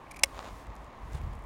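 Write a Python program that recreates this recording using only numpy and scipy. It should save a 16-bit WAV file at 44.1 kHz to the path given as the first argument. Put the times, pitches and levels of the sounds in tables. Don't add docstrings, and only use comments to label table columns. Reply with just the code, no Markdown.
import sys
import numpy as np
from scipy import signal
from scipy.fft import rfft, irfft
from scipy.io import wavfile
from scipy.ndimage import uniform_filter1d

SR = 44100
rng = np.random.default_rng(int(sys.argv[2]) if len(sys.argv) > 2 else 0)


def bounce(signal):
    frames = np.transpose(np.atleast_2d(signal))
    limited = np.clip(frames, -1, 1)
    pcm = np.round(limited * 32767).astype(np.int16)
    wavfile.write(sys.argv[1], SR, pcm)


N = 63945
T = np.arange(N) / SR


def from_db(db):
    return 10 ** (np.asarray(db) / 20)


def unit_rms(x):
    return x / np.sqrt(np.mean(x ** 2) + 1e-20)


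def envelope(rows):
    return from_db(np.interp(T, *np.transpose(rows)))


def colour(x, spectrum):
    hz, db = np.transpose(spectrum)
    grid_hz = np.linspace(0, SR / 2, N + 1)
    gain = unit_rms(from_db(np.interp(np.log(grid_hz + 1), np.log(hz), db)))
    cepstrum = irfft(np.log(gain))
    causal_fold = np.r_[1, np.full(N - 1, 2), 1, np.zeros(N - 1)]
    response = np.exp(rfft(cepstrum * causal_fold))
    return irfft(rfft(x, 2 * N) * response)[:N]


def noise(spectrum):
    return unit_rms(colour(rng.standard_normal(N), spectrum))


def grains(per_s, spread_db):
    onsets = rng.random(N) < per_s / SR
    signs = rng.choice([-1, 1], N)
    sizes = from_db(spread_db * np.minimum(rng.exponential(1, N), 4))
    return unit_rms(onsets * signs * sizes)


def ring(force, modes):
    out = np.zeros(N)
    for k, (hz, db, t60_s) in enumerate(modes):
        radius = np.exp(-np.log(1000) / (t60_s * SR))
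        angle = 2 * np.pi * hz / SR
        feedback = [1, -2 * radius * np.cos(angle), radius * radius]
        out += (-1) ** k * from_db(db) * signal.lfilter([0, np.sin(angle)], feedback, force + 1e-18)
    return out


def clicks(rows):
    out = np.zeros(N)
    for start_s, db in rows:
        out[min(int(round(start_s * SR)), N - 1)] += from_db(db)
    return out


def bursts(rows, t60_s):
    radius = np.exp(-np.log(1000) / (t60_s * SR))
    decay = signal.lfilter([1], [1, -radius], clicks(rows) + 1e-18)
    return decay * rng.choice([-1, 1], N)


def background(rush_db=-49.5):
    # frequency in Hz, relative density in dB.
    rush_spectrum = [(30, -2), (120, -2), (250, -1), (430, -5), (700, -3), (1100, 1), (1400, -12),
                     (2000, -11.5), (3000, -21.5), (4500, -31), (8000, -39.5), (16000, -46.5)]
    hiss_spectrum = [(1500, -3.5), (3500, 0.5), (8000, -4.5), (9700, -4), (10600, -9), (16000, -10.5)]
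    # time in seconds, level in dB.
    hiss_levels = [(0, -73.5), (.22, -71), (.27, -63), (.45, -62.5), (.62, -62.5), (.70, -79), (.84, -69.5),
                   (.90, -80.5), (1.10, -67), (1.16, -67.5), (1.25, -72.5), (1.45, -73)]
    return from_db(rush_db) * noise(rush_spectrum) + envelope(hiss_levels) * noise(hiss_spectrum)


def wind(swing_gain_db=2.5, eddy_db=-45.5, strong_gust_db=-39.5, eddy_exponent=1.9):
    # time in seconds, relative level in dB.
    gust_levels = [(0.0, -67), (0.258, -47.5), (0.306, -57), (0.35, -47.5), (0.448, -58.5), (0.528, -46),
                   (0.642, -58.5), (0.702, -41.5), (0.758, -58.5), (0.794, -47), (0.944, -65), (1.062, -40),
                   (1.106, -49), (1.154, -34.5), (1.198, -47), (1.218, -36), (1.42, -48), (1.45, -45)]
    # frequency in Hz, relative density in dB.
    swing_spectrum = [(18, -30.5), (32, -16.5), (50, 4.5), (68, -3.5), (95, -12), (150, -22), (300, -36),
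                      (800, -76)]
    eddy_spectrum = [(40, -24), (80, -1.5), (150, -3.5), (220, -24), (500, -31.5), (1200, -58)]
    gust = envelope(gust_levels)
    swings = noise(swing_spectrum)
    swings /= np.sqrt(uniform_filter1d(swings ** 2, size=2200) + 1e-6)
    eddies = noise(eddy_spectrum) * (gust / from_db(strong_gust_db)) ** eddy_exponent
    return from_db(swing_gain_db) * gust * swings + from_db(eddy_db) * eddies


def sleeve_brushes():
    # centre in seconds, peak in dB, Gaussian sigma in seconds.
    strokes = [(1.126, -58, 0.0063), (1.15, -53.5, 0.0082), (1.178, -57.5, 0.0091), (1.333, -62, .004)]
    # frequency in Hz, relative density in dB.
    cloth_spectrum = [(800, -1), (2000, 6), (3000, 0.5), (4200, -0.5), (6000, -6), (9500, -5), (11000, -17),
                      (16000, -19)]
    swell = sum(from_db(db) * np.exp(-.5 * ((T - at_s) / sigma_s) ** 2) for at_s, db, sigma_s in strokes)
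    return colour(swell * grains(per_s=3400, spread_db=2.0), cloth_spectrum)


def handling():
    # time in seconds, level in dB.
    rub_levels = [(0, -77), (.30, -76), (.345, -51), (.42, -48.5), (.475, -45), (.53, -64), (.68, -60.5),
                  (.95, -61.5), (1.11, -62.5), (1.15, -53), (1.23, -58.5), (1.30, -63), (1.35, -60.5),
                  (1.45, -89)]
    tap_hits = [(.3915, -2.5), (.4032, -16), (.4590, -33), (.4725, -19)]
    tick_hits = [(.669, -50), (.7538, -48), (.7645, -50), (.845, -54.5), (1.133, -44), (1.215, -51.5),
                 (1.336, -56), (1.353, -50), (1.392, -57), (1.424, -56), (1.439, -54)]
    # frequency in Hz, relative density in dB.
    rub_spectrum = [(150, -2), (700, 8.5), (1250, 1.5), (1800, -2), (2500, -6.5), (3000, -8), (3700, -8),
                    (5400, -16.5), (6200, -15.5), (7000, -12), (8500, -30.5), (16000, -33)]
    tick_spectrum = [(2000, -17), (4500, -9), (7500, -3), (11000, -7.5), (16000, -18)]
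    # frequency in Hz, gain in dB, T60 in seconds.
    tap_modes = [(780, -20.5, 0.0069), (1210, -22, 0.0053), (2430, -32, 0.006), (3700, -25.5, .002),
                 (5400, -30.5, 0.0024), (7000, -36.5, .002)]
    rub = colour(grains(per_s=3000, spread_db=6.0) * envelope(rub_levels), rub_spectrum)
    taps = ring(clicks(tap_hits), tap_modes)
    ticks = colour(bursts(tick_hits, t60_s=0.0034), tick_spectrum)
    return taps + ticks + rub


def scrapes(ramp_s=0.0026):
    # start in seconds, length in seconds, hiss in dB, ring in dB.
    runs = [(0.068, 0.0044, -73, -50), (0.11, 0.0114, -51.5, -51), (0.139, 0.01, -58.5, -52),
            (0.161, .012, -51.5, -46), (0.1908, 0.0065, -48.5, -44.5)]
    # frequency in Hz, gain in dB, T60 in seconds.
    edge_modes = [(2303, -8, 0.014), (2430, -9.5, 0.0082)]
    # frequency in Hz, relative density in dB.
    slip_spectrum = [(800, -18), (2300, -1), (3200, -5), (5400, 3), (8000, -2.5), (9600, 3.5),
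                     (11000, -6.5), (13000, -8), (16000, -17)]
    slips = grains(per_s=6900, spread_db=4)
    hiss_gain, ring_gain = np.zeros(N), np.zeros(N)
    for start_s, length_s, hiss_db, ring_db in runs:
        inside_s = np.minimum(T - start_s, start_s + length_s - T)
        gate = np.clip(inside_s / ramp_s + .5, 0, 1)
        hiss_gain += gate * from_db(hiss_db)
        ring_gain += gate * from_db(ring_db)
    return colour(slips * hiss_gain, slip_spectrum) + ring_gain * unit_rms(ring(slips, edge_modes))


def snap(crack_gain_db=-6.5):
    # start in seconds, ring drive in dB, crack drive in dB.
    contacts = [(0.2337, -29.5, -21), (0.2351, 3.5, -7), (.23555, -6.5, -18), (.23724, -0.5, -14),
                (0.2387, -7.5, -26), (0.2433, -27, -23), (.2585, -33.5, -47)]
    # frequency in Hz, gain in dB, T60 in seconds.
    part_modes = [(84.4, -54.5, .06), (548, -36, 0.054), (703, -29, .028), (861, -28, 0.019),
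                  (1170, -29, 0.033), (1957, -21, 0.0097), (2160, -16, 0.02), (2670, -14.5, 0.01),
                  (2940, -18, 0.013), (3426, -23, .013), (3946, -28.5, 0.024), (5370, -13, 0.01),
                  (5740, -25, 0.02), (7180, -23, 0.011), (8550, -25.5, .017), (9560, -27.5, 0.021)]
    # frequency in Hz, relative density in dB.
    crack_spectrum = [(300, -23), (600, -4), (1500, -1.5), (2800, -2), (4300, -3), (6000, 2.5), (9500, 3),
                      (11000, -6), (13500, -11), (16000, -10.5)]
    force = clicks([(start_s, db) for start_s, db, _ in contacts])
    cracks = bursts([(start_s, db) for start_s, _, db in contacts], t60_s=0.011)
    return ring(force, part_modes) + from_db(crack_gain_db) * colour(cracks, crack_spectrum)


def scene():
    return (snap() + scrapes() + handling() + sleeve_brushes() + wind() + background())[None]


def record(dry):
    saturation, cutoff_hz = 0.67, 16000
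    rounded = saturation * np.tanh(dry / saturation)
    lowpass = signal.ellip(10, .2, 80, cutoff_hz, fs=SR, output="sos")
    return signal.sosfilt(lowpass, rounded)


dry = scene()
out = record(dry)
bounce(out)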